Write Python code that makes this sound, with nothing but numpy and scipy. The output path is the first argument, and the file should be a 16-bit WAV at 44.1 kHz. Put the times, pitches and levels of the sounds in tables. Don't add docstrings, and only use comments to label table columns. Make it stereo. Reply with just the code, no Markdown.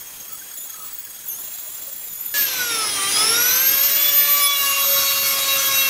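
import sys
import numpy as np
from scipy import signal
from scipy.fft import rfft, irfft, next_fast_len
from scipy.io import wavfile
from scipy.ndimage import uniform_filter1d

SR = 44100
rng = np.random.default_rng(int(sys.argv[2]) if len(sys.argv) > 2 else 0)


def persist_wave(psi):
    counts = np.round(np.clip(psi, -1, 1) * 32767).astype(np.int16)
    wavfile.write(sys.argv[1], SR, np.atleast_2d(counts).T)


def gain_from_db(level_db):
    decades = np.asarray(level_db, float) / 20
    return 10 ** decades


N = 259749
T = np.arange(N) / SR
CUT_S, FASTER, FOLD_HZ = 2.3402, 6, 48000
IS_FAST = T < CUT_S
TOUCH_S = 4.43


def evened(x):
    return x / np.sqrt(np.mean(abs(x) ** 2) + 1e-20)


def read(points, hz):
    f, value = np.transpose(points)
    return np.interp(np.log(hz + 1), np.log(f + 1), value)


def curve(points, t):
    s, value = np.transpose(points)
    return np.interp(t, s, value)


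def peaks_db(modes, hz):
    return sum(db / (1 + (2 * (hz - f) / width) ** 2) ** 2 for f, width, db in modes)


def flutter(width_hz):
    clock = np.cumsum(np.where(IS_FAST, FASTER, 1) * width_hz) / SR
    a, b = uniform_filter1d(rng.standard_normal((2, 4000)), size=3)
    steps = np.arange(4000) / 3
    return 1.55 * (np.interp(clock, steps, a) + 1j * np.interp(clock, steps, b))


def hand():
    sway = flutter(width_hz=11).real
    return evened(sway - uniform_filter1d(sway, size=2500))


def walls(x, t60, colour):
    t = np.arange(9000) / SR
    taps = rng.choice([-1., 1.], 9000) * (rng.random(9000) < .05)
    taps = taps * gain_from_db(-60 * t / t60) * (t > .004)
    taps = taps / np.linalg.norm(taps)
    size = next_fast_len(N + 9000)
    gain = gain_from_db(read(colour, np.fft.rfftfreq(size, 1 / SR)))
    return irfft(rfft(x, size) * rfft(taps, size) * gain, size)[:N]


# (frequency [Hz], level under the direct tones [dB])
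ECHO_COLOUR = [(300, -3.5), (3000, -9.5), (12000, -8.5)]


def echoes(tones):
    return walls(tones * ~IS_FAST, 0.17, ECHO_COLOUR)


# (frequency [Hz], level under the middle [dB])
SIDE_COLOUR = [(60, -24), (200, -14), (400, -16.5), (700, -14.5), (1300, -20), (2400, -19.5), (4400, -24.5),
               (8100, -22.5), (11500, -28), (15000, -30)]


def side_walls(tool):
    wavering = np.tanh(flutter(np.where(IS_FAST, 2.5, 14)).real)
    return gain_from_db(4 + 3.7 * wavering) * walls(tool, 0.037, SIDE_COLOUR)


# (time [s], level [dB])
AIR_LEVEL = [(2.36, -23), (2.51, -25.5), (2.77, -25), (2.99, -24.5), (3.2, -20.5), (3.73, -22.5),
             (4.41, -23), (4.48, -27), (4.69, -24.5), (4.99, -23), (5.88, -22.5)]
# (time [s], level [dB])
FAST_AIR_LEVEL = [(0, -41.5), (.7, -43.5), (.87, -41), (1.0, -44), (1.42, -41), (1.85, -42), (2.33, -42)]


def loudness(t):
    return curve(AIR_LEVEL, t), curve(FAST_AIR_LEVEL, t)


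# (lower edge [Hz], upper edge [Hz])
NOISE_BANDS = ((100, 1000), (1800, 7000), (7500, 15500))


def hiss(colour_db, bands_db, hz, t):
    a, b, patches = rng.standard_normal((len(t), len(hz), 3)).T
    patches = uniform_filter1d(uniform_filter1d(patches, size=30, axis=0), size=6, axis=1)
    patches = evened(patches)
    lift_db = 0
    for (lo, hi), db, weights in zip(NOISE_BANDS, bands_db, ((1, 0, 0, 0), (0, 1, 1, 0), (0, 0, 0, 1))):
        held_db = 10 * np.log10((gain_from_db(colour_db[(hz > lo) & (hz < hi)]) ** 2).sum(0))
        share = read(list(zip((700, 2500, 6500, 8500), weights)), hz)
        lift_db = lift_db + share[:, None] * (db - held_db)
    z = (a + 1j * b) * gain_from_db(colour_db + lift_db + 1.54 * patches - 1.07)
    return signal.istft(z, nperseg=2048, noverlap=1536)[1][:N]


# (frequency [Hz], density [dB per Hz])
FREE_COLOUR = [(30, -54), (52, -49), (100, -27.5), (250, -13.5), (425, -9), (680, -12.5), (1300, -4),
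               (1750, -4), (2250, 2), (3850, 0), (4630, -0.5), (5560, 6), (7620, -4), (15900, -8.5)]
# (frequency [Hz], density [dB per Hz])
GRIND_COLOUR = [(30, -63), (55, -58), (100, -33.5), (190, -24.5), (485, -17), (900, -18), (1200, -6),
                (1700, -11.5), (2300, -3), (3850, -10), (5400, -3), (7600, -6.5), (11200, -10),
                (15900, -12)]
# (frequency [Hz], density [dB per Hz])
FAST_COLOUR = [(25, -6), (70, -6), (934, -5.5), (1280, -5.5), (2220, -7.5), (5860, -7), (6800, -2),
               (7600, -7), (9410, -10), (12500, -6.5), (14500, -6), (15900, -6)]
# (frequency [Hz], width [Hz], lift [dB])
BLADE_MODES = [(1400, 21, 11.5), (3780, 830, 11.5), (5974, 200, 10), (11170, 60, 4), (11790, 360, 17.5)]
# (frequency [Hz], width [Hz], lift [dB])
ROOM_MODES = [(71.3, 30, 40), (132.7, 30.8, 19), (217.4, 10.85, 9), (296, 26, 8.5), (776, 15, 3)]


def air(angle):
    hz = np.fft.rfftfreq(2048, 1 / SR)[:, None]
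    t = np.arange(N // 512 + 5) * 512 / SR
    touch = np.clip((t - TOUCH_S) / 0.14 + .5, 0, 1)
    grind_db = read(GRIND_COLOUR, hz) + .7 * peaks_db(BLADE_MODES, hz)
    slow_db = read(FREE_COLOUR, hz) * (1 - touch) + grind_db * touch + peaks_db(ROOM_MODES, hz)
    mid_db, fast_db = loudness(t)
    late = ~IS_FAST
    slowed = SPEED_AT_OFF - np.interp(t, T[late], speed()[late])
    low_db = -17.5 + 0.039 * slowed
    high_db = -4.5 + touch * (3.5 + .3 * np.interp(t, T, pressure()))
    slow = hiss(slow_db, (mid_db + low_db, mid_db, mid_db + high_db), hz[:, 0], t)
    fast_bands_db = (fast_db - 10, fast_db, fast_db + 5.5)
    fast = hiss(read(FAST_COLOUR, hz) + 0 * t, fast_bands_db, hz[:, 0], t)
    puffs = 1 + 0.074 * np.clip((T - TOUCH_S) / .1, 0, 1) * np.cos(angle)
    return np.where(IS_FAST, fast * gain_from_db(0.62 * hand()), slow * puffs * gain_from_db(2.22 * hand()))


# (time [s], level [dB], frequency [Hz], length [s])
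DULL_WHISTLES = [
    (0.337, -45, 1284, 0.055),
    (0.419, -41, 1570, 0.012),
    (0.806, -46.5, 1255, 0.15),
    (1.072, -47, 1650, 0.016),
    (1.89, -45, 550, 0.031),
]


def whistles():
    out = 0
    for s, db, hz, length in DULL_WHISTLES:
        swell = gain_from_db(db) * np.exp(-2.8 * ((T - s) / length) ** 2)
        out = out + swell * (np.exp(2j * np.pi * hz * T) * flutter(width_hz=18)).real
    return out


# (start [s], end [s], rate [strokes per s], swing [turns per s], time of a crest [s])
HAND_STROKES = [
    (0, 0.245, 21.9, 2.9, 0.019),
    (0.414, 0.538, 19.3, 1.5, 0.37),
    (0.898, 1.091, 18.1, 2.9, .8862),
    (1.078, 1.25, 19.1, 2.6, 1.1044),
    (1.44, 2.078, 6.6, 0.63, 1.5),
]


def strokes():
    out = np.zeros(N)
    for start, end, per_s, swing, crest in HAND_STROKES:
        inside = np.clip(np.minimum(T - start, end - T) / (.15 * (end - start)), 0, 1)
        out += swing * inside * np.cos(2 * np.pi * per_s * (T - crest))
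    return out


# (time [s], speed [turns per s])
LOADED_SPEED = [(0, 544.7), (.241, 539.3), (.458, 551.6), (.718, 522.8), (.777, 542.4), (.861, 555.1),
                (1.033, 557.1), (1.237, 547.7), (1.483, 563.1), (1.88, 564.4)]
# (time [s], gain [turns per s], rise [s], fall [s])
LIFT_OFFS = [
    (.329, 14.8, .042, .068),
    (.613, 35.5, .066, .176),
    (1.311, 26.5, .05, .092),
    (2.157, 7.25, .063, .081),
    (2.314, 5.7, .056, .073),
]
# (time [s], loss [turns per s])
GRIND_SAG = [(4.13, 0), (4.252, 2.45), (4.393, 11.06), (4.631, 30.2), (4.837, 38.1), (5.505, 44.8),
             (5.885, 51.7)]
SPEED_AT_OFF, SPEED_FREE = 567.4, 596.1


def speed():
    off_s, on_s, coast_s, run_up_s, soft_start_s = 2.375, 3.002, 1.67, .39, .175
    fast = curve(LOADED_SPEED, T)
    for s, gain, rise, fall in LIFT_OFFS:
        fast = fast + gain * np.exp(-((T - s) / np.where(T < s, rise, fall)) ** 2)
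    coast = SPEED_AT_OFF * np.exp(-(np.clip(T, off_s, on_s) - off_s) / coast_s)
    on = np.maximum(T - on_s, 0)
    lack = run_up_s * np.exp(-on / run_up_s) - soft_start_s * np.exp(-on / soft_start_s)
    lack = lack / (run_up_s - soft_start_s)
    slow = SPEED_FREE - (SPEED_FREE - coast) * lack - curve(GRIND_SAG, T)
    return np.where(IS_FAST, fast, slow)


def shaft():
    hz = uniform_filter1d(speed(), size=600) + strokes()
    return 2 * np.pi * np.cumsum(hz * np.where(IS_FAST, FASTER, 1)) / SR


def order(k, angle, level, rough, width_hz):
    folds = np.round(k * FASTER * 560 / FOLD_HZ) * IS_FAST
    heard = k * angle - 2 * np.pi * FOLD_HZ * folds * T
    unsteady = (1 + rough * flutter(width_hz)) / np.hypot(1, rough)
    tone = np.exp(1j * (heard + k ** 2 / 2)) * unsteady
    return np.sqrt(2) * level * tone.real


# (shaft order, level played fast [dB], rise with speed [dB per turn per s],
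# level over the fan noise running free [dB], the same near the steel [dB])
STRONG_TONES = [(1, -63.5, 0, -24, -21), (3, -49.5, 0.54, -7.5, -18), (8, -55, -2, -10, -12.5),
                (12, -48, .5, -8, -11), (24, -35.5, 0, -4, 2)]
# (time [s], shaft order, change [dB], length [s])
TONE_SWELLS = [(0.502, 24, 6, .05), (.5, 12, 3, 0.073), (0.628, 12, 5, 0.034), (.98, 24, 6, .06),
               (2.449, 12, -5, 0.13), (1.298, 24, 7, 0.036), (3.306, 1, 3, 0.58), (2.418, 8, -7, .1),
               (2.26, 24, 7.5, 0.082), (2.422, 24, 10, 0.056), (2.486, 3, -11, 0.033), (2.613, 3, 10, 0.02),
               (2.79, 3, 6, 0.039), (2.804, 12, 3.5, 0.09), (2.922, 3, -12, .06), (3.004, 12, -34, 0.084),
               (3.124, 3, -23, .03), (3.1, 8, 4, 0.054), (3.333, 12, 6.5, 0.38), (3.604, 24, 6, 0.31),
               (3.748, 8, -8, 0.13), (4.064, 8, -27, 0.16), (4.229, 3, 11, 0.092), (4.215, 24, 3, 0.16),
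               (4.667, 3, 11, 0.047), (4.746, 24, -7, 0.072), (4.72, 12, 9, .05), (5.52, 24, -6, 0.27),
               (5.63, 24, 3.5, 0.066), (5.672, 3, 7, 0.026)]


def main_tones():
    gained = speed() - 557.8
    mid_db, fast_air_db = loudness(T)
    near = np.clip((T - 3.71) / 0.32 + .5, 0, 1)
    out = {}
    for k, fast_db, slope, free_db, near_db in STRONG_TONES:
        slow_db = mid_db + free_db + (near_db - free_db) * near
        out[round(k)] = np.where(IS_FAST, fast_db + slope * gained, slow_db)
    for s, k, db, length in TONE_SWELLS:
        out[round(k)] = out[round(k)] + db * np.exp(-((T - s) / length) ** 2)
    return out


# (shaft order, level over its middle band [dB])
WEAK_TONES = [(2, -36), (4, -27), (5, -18), (6, -32), (7, -19.5), (16, -23.5), (21, -35), (23, -36),
              (25, -31)]


def motor(angle):
    main = main_tones()
    mid_db, fast_air_db = loudness(T)
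    air_db = np.where(IS_FAST, fast_air_db, mid_db)
    minor = {round(k): db + air_db for k, db in WEAK_TONES}
    beside = {13: main[12] - 18}
    rough, out = np.where(IS_FAST, .4, .15), 0
    for k, db in {**main, **minor, **beside}.items():
        chopped = 0.47 * (k == 8)
        out = out + order(k, angle, gain_from_db(db + 1.57 * hand()), rough + chopped, width_hz=30)
    return out


# (time [s], pressure [dB])
BIT_PRESSURE = [
    (2.34, -24),
    (4.04, -11.5),
    (4.3, -9.5),
    (4.7, -10),
    (5.1, -8),
    (5.88, -9),
]
# (time [s], pressure [dB])
FAST_BIT_PRESSURE = [(0, -8.5), (.31, -9), (.6, -7.5), (.72, -6.5), (.9, -13), (1.28, -11), (1.34, -28),
                     (1.4, -7.5), (2.15, -12), (2.22, -16), (2.28, -7)]


def pressure():
    since = T - TOUCH_S
    rock_db = 4 * np.clip(since / 0.12 + 1, 0, 1) * np.exp(-np.maximum(since, 0) / 1.42)
    slow = curve(BIT_PRESSURE, T) + rock_db * np.cos(2 * np.pi * 3.02 * (T - 4.67))
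    return np.where(IS_FAST, curve(FAST_BIT_PRESSURE, T), slow)


def ring():
    ring_hz, width_hz, first_touch_s = 10920, 33, 3.7
    touching = np.clip((T - first_touch_s) / .02, 0, 1)
    level = touching * gain_from_db(-26.5 + 0.85 * pressure() + 3.0 * hand())
    return level * (np.exp(2j * np.pi * ring_hz * T) * (0.51 + flutter(width_hz))).real


# (shaft order, level at true speed [dB], level played fast [dB])
KNOCKS = [(1, -56, -49.5), (2, -32.5, -39), (4, -32, -40), (5, -37.5, -70), (6, -33, -70), (7, -41.5, -69),
          (9, -37, -70), (10, -29.5, -44), (11, -35.5, -43.5), (13, -53, -55), (14, -36, -53.5),
          (15, -36.5, -55), (16, -56, -109), (17, -37.5, -80), (18, -41, -62), (19, -57, -70),
          (20, -32, -70), (21, -47, -64), (22, -47, -72), (23, -55, -70), (25, -47, -46.5), (26, -37, -59),
          (27, -50, -81), (28, -49, -95)]
KNOCK_ROUGHNESS = {1: 0.052, 2: 0.36, 7: 0.94}
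# (time [s], shaft order, level [dB],
# length [s])
KNOCK_FLARES = [(5.48, 1, -45, 1.15), (5.15, 5, -32, 0.12), (4.08, 6, -24, 0.048),
                (4.68, 2, -26.5, 0.11), (4.5, 7, -36, 0.28), (4.447, 2, -28.5, 0.17),
                (4.45, 4, -30.5, 0.21), (4.438, 9, -27.5, 0.031), (4.448, 19, -19, 0.036),
                (4.49, 6, -24.5, 0.12), (4.603, 5, -31, 0.085), (4.675, 21, -27, 0.065),
                (4.724, 5, -26.5, 0.13), (4.8, 20, -29, 0.03), (4.804, 6, -30, 0.029),
                (4.805, 2, -27, 0.065), (4.925, 1, -32.5, 0.093), (5.088, 7, -27, 0.025),
                (5.28, 4, -31, 0.085), (5.272, 20, -32, 0.055), (6.1, 7, -26, 0.052),
                (4.31, 2, -38, 0.06), (5.514, 7, -28, 0.057), (5.54, 5, -25, 0.064),
                (5.574, 1, -34.5, 0.074), (5.593, 11, -24, 0.024), (5.774, 7, -26.5, 0.082),
                (5.79, 11, -24.5, 0.1), (5.832, 5, -24.5, 0.14), (5.844, 6, -28, 0.055)]


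def bit(angle):
    pressure_db = pressure() + np.where(IS_FAST, 2.95 * hand() + 0.86 * strokes(), 0)
    turns, out = np.gradient(angle) * SR / (2 * np.pi), 0
    for k, slow_db, fast_db in KNOCKS:
        k = round(k)
        slow_db = slow_db + 1.5 + peaks_db(BLADE_MODES, k * turns)
        grit_db = 4 * (k > 1) * flutter(width_hz=20).real
        power = gain_from_db(np.where(IS_FAST, fast_db, slow_db) + pressure_db + grit_db) ** 2
        for s, flare_order, db, length in KNOCK_FLARES:
            if round(flare_order) == k:
                near = slice(round((s - 2 * length) * SR), round((s + 2 * length) * SR))
                power[near] += gain_from_db(db) ** 2 * np.exp(-8 * ((T[near] - s) / length) ** 4)
        out = out + order(k, angle, np.sqrt(power), rough=KNOCK_ROUGHNESS.get(k, .3), width_hz=60)
    return out


def scene():
    angle = shaft()
    tones = motor(angle) + bit(angle) + ring()
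    tones += echoes(tones)
    tool = tones + air(angle) + whistles()
    side = side_walls(tool)
    return np.array([gain_from_db(-0.7) * (tool + side), gain_from_db(0.14) * (tool - side)])


def roll_off(x):
    return signal.sosfilt(signal.butter(12, 16050, fs=SR, output="sos"), x)


def record(dry):
    band_limit = signal.firwin(801, 15720, window=("kaiser", 9), fs=SR)
    mix = signal.oaconvolve(dry, band_limit[None], "same")
    return roll_off(mix)


dry = scene()
out = record(dry)
persist_wave(out)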